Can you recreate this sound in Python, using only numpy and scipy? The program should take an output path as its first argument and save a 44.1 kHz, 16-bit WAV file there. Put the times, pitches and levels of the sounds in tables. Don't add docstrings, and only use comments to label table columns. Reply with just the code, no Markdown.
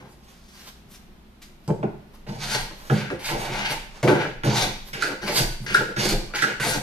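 import sys
import numpy as np
from scipy import signal
from scipy.fft import rfft, irfft, next_fast_len
from scipy.io import wavfile
from scipy.ndimage import uniform_filter1d

SR = 44100
rng = np.random.default_rng(int(sys.argv[2]) if len(sys.argv) > 2 else 0)


def master_out(mix):
    frames = np.transpose(np.atleast_2d(mix))
    ceiling = np.clip(frames, -1, 1)
    pcm = np.round(ceiling * 32767).astype(np.int16)
    wavfile.write(sys.argv[1], SR, pcm)


N = 300762

# f/Hz, width/Hz, level/dB
BENCH_MODES = [(95.5, 32, -6.5), (106.8, 14, -1), (125.6, 21, 2), (159.6, 17.2, 1), (182.6, 19, -5),
               (205.5, 14.6, 1), (237.4, 36.5, -11)]
# f/Hz, width/Hz, level/dB
VICE_MODES = [(269, 80, -8), (357.7, 53, 1.5), (398.6, 52, 2), (460.4, 107, -2), (522.3, 11.4, -1.5),
              (578, 42, -7.5)]
# f/Hz, width/Hz, level/dB
PLANE_MODES = [(663, 22, -14), (718.5, 36, 1), (770, 195, 1), (815, 71, 4), (911, 71, -5.5)]
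# f/Hz, width/Hz, level/dB
BOARD_MODES = [(1385, 60, -6), (1497, 45, 0), (1560, 55, -1), (1650, 80, -4), (1803, 60, -10),
               (1950, 120, -9)]


def undb(db):
    return 10 ** (np.asarray(db) / 20)


def rms(x):
    return np.sqrt(np.mean(x ** 2))


def unit(x):
    return x / rms(x)


def on_log(hz, points):
    f, v = np.transpose(points)
    return np.interp(np.log(hz + 1), np.log(f), v)


def colour(x, points):
    length = x.shape[-1]
    size = next_fast_len(length)
    hz = np.arange(size // 2 + 1) * SR / size
    return irfft(rfft(x, size) * undb(on_log(hz, points)), size)[..., :length]


def band(x, lo_hz, hi_hz):
    sos = signal.butter(2, [lo_hz, hi_hz], "band", fs=SR, output="sos")
    return signal.sosfilt(sos, x)


def ring(x, modes):
    out = 0
    for k, (hz, width_hz, db) in enumerate(modes):
        b, a = signal.iirpeak(hz, hz / width_hz, fs=SR)
        out = out + (-1) ** k * undb(db) * signal.lfilter(b, a, x)
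    return out


def walk(rate_hz):
    k = int(SR / rate_hz)
    steps = np.repeat(rng.standard_normal(N // k + 1), k)[:N]
    return unit(uniform_filter1d(steps, k))


def slips(spread_db, patchy_db, count):
    sizes = undb(spread_db * rng.exponential(size=N) + patchy_db * walk(60))
    return unit(rng.standard_normal((count, N)) * sizes)


def pair(size):
    # f/Hz, correlation
    likeness = [(150, 0.93), (300, .75), (600, 0.44), (1200, 0), (3000, .0)]
    fast = 2 * next_fast_len(size // 2 + 1)
    hz = np.arange(fast // 2 + 1) * SR / fast
    like = np.clip(on_log(hz, likeness), 0, 0.99)
    mid, side = rfft(rng.standard_normal((2, fast))) * np.sqrt([1 + like, 1 - like])
    return irfft(np.array([mid + side, mid - side]), fast)[:, :size] / np.sqrt(2)


def workshop():
    # f/Hz, relative density/dB
    air_spectrum = [(35, -20), (60, 0), (81, -15), (220, -7), (247, -29), (277, -17.5), (381, -14),
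                    (457, -23), (755, -22), (1110, -25), (3810, -32.5), (7560, -44.5), (14000, -41.5)]
    # f/Hz, level/dB ahead of the offset below
    hum_tones = [(52, -65), (203, -60.5), (244, -61.5)]
    # t/s, level/dB
    sway_curve = [(0.0, -67), (0.09, -56), (2.28, -49.5), (2.3, -41), (2.55, -38.5), (3.23, -55),
                  (3.3, -36), (3.76, -40), (4.2, -47), (4.63, -31.5), (5.13, -51), (5.45, -30), (5.96, -49),
                  (6.14, -26), (6.44, -50), (6.82, -33)]
    t = np.arange(N) / SR
    air_db = -51 + 1.5 * walk(2.5)
    air = unit(colour(pair(N), air_spectrum)) * undb(air_db)
    hum = 0
    for hz, db in hum_tones:
        level = undb(db + 2.5 + 0.4 * walk(6))
        phase = 2 * np.pi * np.cumsum(hz * (1 + 0.0096 * walk(6.3))) / SR
        hum = hum + level * np.sin(phase)
    sway_noise = unit(band(band(pair(N), 15, 35), 15, 35))
    sway = sway_noise * undb(np.interp(t, *np.transpose(sway_curve)))
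    return air + hum + sway


def answer(lag, size=2 ** 15):
    # f/Hz, t60/s
    decay_times = [(125, 0.58), (400, 0.44), (1500, 0.59), (4500, 0.61), (11000, 0.47)]
    room_db = 0
    t = np.arange(size) / SR
    octave = np.log2(np.arange(size // 2 + 1) * SR / size + 1)
    noise = rfft(pair(size))
    tail = 0
    for k in range(5, 16):
        octave_noise = irfft(noise * np.clip(1 - np.abs(octave - k), 0, 1))
        tail = tail + octave_noise * undb(-60 * t / on_log(2. ** k, decay_times))
    onset = np.clip((t - 0.002) / 0.0024, 0, 1)
    near = 1 + 1.44 * np.exp(-t / 0.013)
    tail = tail * onset * near
    out = undb(room_db) * tail / np.sqrt(np.sum(tail ** 2) / 2)
    out[0, max(lag, 0)] = out[1, max(-lag, 0)] = 1
    return out / np.sqrt(1 + undb(2 * room_db))


def room(x):
    left_lags = [-9, 3, 14, -1]
    place_s = 0.13
    count, size = len(left_lags), next_fast_len(N + SR)
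    place = np.arange(N) / SR / place_s % count
    out = 0
    for k, lag in enumerate(left_lags):
        away = np.abs((place - k + count / 2) % count - count / 2)
        here = x * np.cos(np.pi / 2 * np.clip(away, 0, 1))
        out = out + rfft(here, size) * rfft(answer(lag), size)
    return irfft(out, size)[:, :N]


def rustle():
    # peak t/s, swell/s, fade/s, mid level/dB, top against mid/dB, low against mid/dB
    brushes = [(.01, 0.013, 0.085, -59.5, -12, 13), (.302, 0.12, 0.13, -53, -5, -2),
               (.565, 0.13, 0.17, -47, -8, -16), (0.69, 0.12, 0.013, -42, -4.5, -5.5),
               (.916, 0.025, .05, -49.5, 6, -7), (.956, 0.028, 0.023, -47.5, -21, -28),
               (1.42, 0.0038, 0.063, -43, -5.5, -23), (1.646, 0.024, .02, -54.5, -2, -28),
               (2.146, 0.029, 0.032, -52.5, -1, 1.5), (2.88, 0.2, 0.088, -47.5, -1, 0.5),
               (4.0, 0.29, 0.09, -52, -18, 4), (4.886, 0.065, 0.032, -44, 0, -6),
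               (5.65, 0.051, 0.021, -52, 8, 2), (6.32, 0.054, 0.036, -53, -12, 9.5)]
    swell_db, restless_db = 18.5, -73.5
    t = np.arange(N) / SR
    gains = undb(restless_db) * undb([[0], [-8], [-3]])
    for s, swell_s, fade_s, peak_db, top_db, low_db in brushes:
        slope_s = np.clip(np.where(t < s, swell_s, fade_s), 0.001, 1)
        shape_db = -swell_db * np.abs(t - s) / slope_s
        gains = gains + undb(peak_db + shape_db) * undb([[0], [top_db], [low_db]])
    mid, top, low = gains
    fibres = slips(spread_db=2.4, patchy_db=2.0, count=3)
    out = mid * unit(band(fibres[0], 1280, 6550))
    out = out + top * unit(band(fibres[1], 10000, 20000))
    return out + low * unit(band(fibres[2], 340, 1440))


def knocks():
    # bench top/dB, vice and plane/dB, board/dB, crack/dB, tick/dB
    blows = [(1.678, -13.5, -24.5, -62, -48, -25.5), (1.689, -19.5, -17, -59, -52, -47),
             (1.703, -21, -14.5, -58, -53, -54), (1.829, -23, -16.5, -26.5, -28.5, -51),
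             (1.834, -18.5, -13, -47, -51, -60), (2.27, -42, -47, -37, -48, -55),
             (2.291, -27.5, -39, -37, -34, -46), (2.549, -44, -24, -34, -13, -11),
             (2.71, -39, -32.5, -36, -31.5, -58), (2.898, -19, -22, -11.5, -19, -33),
             (2.92, -11.5, -17, -44, -52, -32), (3.102, -39, -24, -22.5, -17, -38),
             (3.289, -33, -36, -20.5, -19.5, -36), (3.709, -34, -25.5, -40, -28, -20.5),
             (4.029, -14, -16.5, -27, -24, -17.5), (4.076, -17, -6, -18, -14, -29),
             (4.082, -20, -10, -28, -26, -40), (4.096, -26, -16, -40, -44, -39),
             (4.111, -22, -10, -42, -40, -44), (4.125, -26, -14, -15, -24, -41),
             (4.249, -30, -19.5, -15, -42, -46), (4.435, -21.5, -23, -16, -14.5, -25),
             (4.932, -33, -45, -42, -19.5, -29), (5.023, -55, -50, -7, -17, -12.5),
             (5.228, -29.5, -33, -21, -31, -42), (5.6, -27, -75, -74, -71, -53),
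             (5.641, -36, -40, -50, -58, -53), (5.663, -37, -34, -22, -35, -31),
             (5.745, -38, -21, 1, -17, -4.5), (5.808, -53, -17, -39, -31, -36),
             (5.966, -21, -31, -17, -22, -36), (6.052, -21, -24, -25, -34, -25),
             (6.337, -36, -27.5, -19, -24, -36), (6.385, -40, -47, -18, -41, -36),
             (6.422, -27, -27, -6, -27, -8), (6.436, -39, -31, -5.5, -19, -16),
             (6.598, -25.5, -27, -18, -22, -30), (6.759, -23, -37, -47, -40, -40)]
    out, t = np.zeros(N + SR), np.arange(SR // 6) / SR
    hands = np.exp(-np.clip(t - 0.005, 0, 1) / 0.0025)
    for s, *parts_db in blows:
        grit = rng.standard_normal((4, len(t)))
        push = (1 + 3.24 * grit[0]) * np.exp(-t / 0.0045)
        thud = ring(band(push, 130, 400), BENCH_MODES)
        knock = ring(band(push, 206, 730), VICE_MODES)
        knock = knock + undb(-9.5) * ring(band(push, 200, 1280), PLANE_MODES)
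        knock = knock + undb(-15) * band(grit[0] * np.exp(-t / 0.0034), 300, 1650)
        tap = grit[1] * t * np.exp(-t / 0.00076)
        tock = ring(band(tap, 1000, 1640), BOARD_MODES) * hands
        crack = band(grit[2] * np.exp(-t / 0.0045), 1140, 2500)
        tick = band(grit[3] * np.exp(-t / 0.0013), 3400, 8100)
        i = int(s * SR)
        for part, db in zip((thud, knock, tock, crack, tick), parts_db):
            out[i:i + len(t)] += undb(db) * part / np.abs(part).max()
    return out[:N]


def controls():
    # t/s, rasp/dB, hiss against rasp/dB, vice judder/dB
    curves = [
        [(0.0, -45, -14, -48), (0.028, -70, -9, -53), (0.126, -73, 12, -67), (0.132, -64, -5, -68),
         (0.138, -76, 6, -64), (0.178, -77, 6, -67), (0.2, -74, 0, -78)],
        [(2.265, -49, -22, -42), (2.293, -50.5, -2, -38.5), (2.361, -56, -2, -44), (2.417, -38, -3.5, -43),
         (2.529, -36, -2.5, -46.5), (2.543, -30, -2.5, -35.5), (2.7, -58, 4, -55)],
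        [(2.9, -42, -17, -20), (2.93, -38.5, -6, -29), (2.972, -39, -8, -36), (3.024, -39, -15, -38.5),
         (3.076, -44.5, -23, -61), (3.112, -48, -10, -26.5), (3.18, -51, 0, -45)],
        [(3.19, -43, -3, -53), (3.278, -39, 2, -54), (3.312, -31.5, -10, -35), (3.37, -41.5, -3, -34.5),
         (3.63, -29, -14.5, -47), (3.722, -31, -2, -42.5), (3.84, -85, -19, -50)],
        [(4.03, -25, -7, -23), (4.068, -61, -13, -16), (4.078, -22.5, -17, -16), (4.112, -35, -26, -16.5),
         (4.22, -34, -21.5, -36), (4.254, -49, -6, -31), (4.36, -59, -21, -55)],
        [(4.435, -42, -15, -36), (4.447, -38.5, 0, -27.5), (4.507, -32, -14, -29), (4.543, -33, -1, -28),
         (4.579, -25.5, -7.5, -37.5), (4.657, -35, -2, -37), (4.78, -61.5, -3, -62)],
        [(4.93, -33.5, -5, -37.5), (4.962, -44, -6, -36), (5.004, -43, -6, -45), (5.028, -29, -5.5, -35),
         (5.066, -31.5, -8, -34), (5.122, -42.5, -12, -31.5), (5.19, -60, -13, -69)],
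        [(5.215, -40, -11, -41), (5.227, -39, -5, -42), (5.311, -30.5, -6, -28), (5.341, -36.5, 5.5, -33),
         (5.389, -26.5, 2.5, -34), (5.459, -46, -4, -35.5), (5.55, -70, -13, -69)],
        [(5.662, -32, -11, -42), (5.726, -28.5, -13, -42), (5.756, -29.5, 0, -35.5), (5.792, -34.5, -10, -29),
         (5.814, -45, -10, -29.5), (5.868, -63, -15, -42.5), (5.92, -48, -4, -29)],
        [(5.962, -29, -6, -25), (5.97, -28.5, -12, -36), (6.002, -30.5, -3.5, -29.5), (6.108, -30, 4.5, -34.5),
         (6.13, -31.5, -2, -28), (6.174, -51, -17, -53.5), (6.26, -62, -8, -29)],
        [(6.335, -37, -23, -41.5), (6.357, -35.5, -2, -35), (6.407, -35.5, -4, -55), (6.429, -32, 2, -34),
         (6.433, -35.5, 0, -27), (6.539, -39.5, -22, -45), (6.56, -45, -11, -41)],
        [(6.598, -32, -7.5, -40), (6.666, -32, 2.5, -30.5), (6.684, -32.5, 3.5, -29), (6.73, -33, 2.5, -40),
         (6.754, -33.5, 1, -27), (6.77, -42, 4, -28), (6.82, -51, -4, -67)],
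    ]
    # bright rasp/dB, board/dB, plane/dB, bench/dB
    mixes = [(-2, -5, 4, 11.5), (3, -2, 3.5, 5), (1, -2, -3, 2.5), (1, -4, 5.5, 2), (1.5, 1, -3, -3.5),
             (4, -5.5, 3.5, 0.5), (1, 4, -6.5, -7.5), (3, -3.5, 0.5, 0.5), (-1, -3.5, -13, 3),
             (2.5, -4, -1, 3), (3, 4.5, -3, -5), (1.5, 2.5, 1.5, 0.5)]
    bite_s, lift_s = 0.0022, 0.068
    bright_share, plane_share, bench_share = 0.58, 0.58, 0.23
    t, out = np.arange(N) / SR, 0
    for curve, (bright_db, board_db, plane_db, bench_db) in zip(curves, mixes):
        s, rasp_db, hiss_db, judder_db = np.transpose(curve)
        layers_db = [
            rasp_db,
            rasp_db + bright_db + bright_share * hiss_db,
            rasp_db + hiss_db,
            rasp_db + board_db,
            rasp_db + plane_db + plane_share * (judder_db - rasp_db),
            judder_db,
            judder_db + bench_db + bench_share * (rasp_db - judder_db),
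        ]
        on = np.clip(np.minimum((t - s[0]) / bite_s, (s[-1] - t) / lift_s), 0, 1)
        out = out + on * undb([np.interp(t, s, db) for db in layers_db])
    return out


def strokes():
    # f/Hz, relative density/dB
    rasp_spectrum = [(590, -9), (1000, 1.5), (1260, 1.5), (1570, 2), (3380, 2.5), (4540, -1), (5200, -6),
                     (7000, -0.5), (10400, -38), (17600, -90)]
    # f/Hz, width/Hz, level/dB
    iron_modes = [(2250, 460, 7), (2930, 710, 6), (3600, 400, 0), (4560, 500, 5), (6200, 1500, 0)]
    # f/Hz, relative density/dB
    hiss_spectrum = [(5500, -10.5), (7500, 1), (10500, -2), (12000, -3), (14000, -7.5)]
    coarse, bright, hiss, *gains = controls()
    force = slips(spread_db=2.3, patchy_db=2.2, count=5)
    judder = slips(spread_db=2.7, patchy_db=3.34, count=2)
    iron = 0
    for mode in iron_modes:
        flare = undb(4 * walk(9))
        iron = iron + flare * ring(force[:2], [mode])
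    edge = unit(colour(force[:2], rasp_spectrum)) + undb(2.0) * unit(iron)
    out = unit(band(edge[0], 1080, 2720)) * undb(3.0 + 0.28 * walk(30)) * coarse
    out = out + unit(band(edge[1], 3610, 6230)) * undb(2.5 + 0.53 * walk(30)) * bright
    out = out + unit(colour(force[2], hiss_spectrum)) * undb(2 * walk(25)) * hiss
    drives = (force[3], force[4], judder[0], judder[1])
    bodies = (BOARD_MODES, PLANE_MODES, VICE_MODES, BENCH_MODES)
    for gain, drive, modes in zip(gains, drives, bodies):
        out = out + unit(ring(gain * drive, modes)) * rms(gain)
    return out


def scene():
    work = strokes() + knocks() + rustle()
    return room(work) + workshop()


def record(dry):
    right_db, top_hz = 0.2, 14200
    rounded = np.tanh(0.55 * dry * undb([[0], [right_db]])) / 0.65
    top_cut = signal.ellip(12, 0.2, 90, top_hz, fs=SR, output="sos")
    return signal.sosfilt(top_cut, rounded)


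dry = scene()
out = record(dry)
master_out(out)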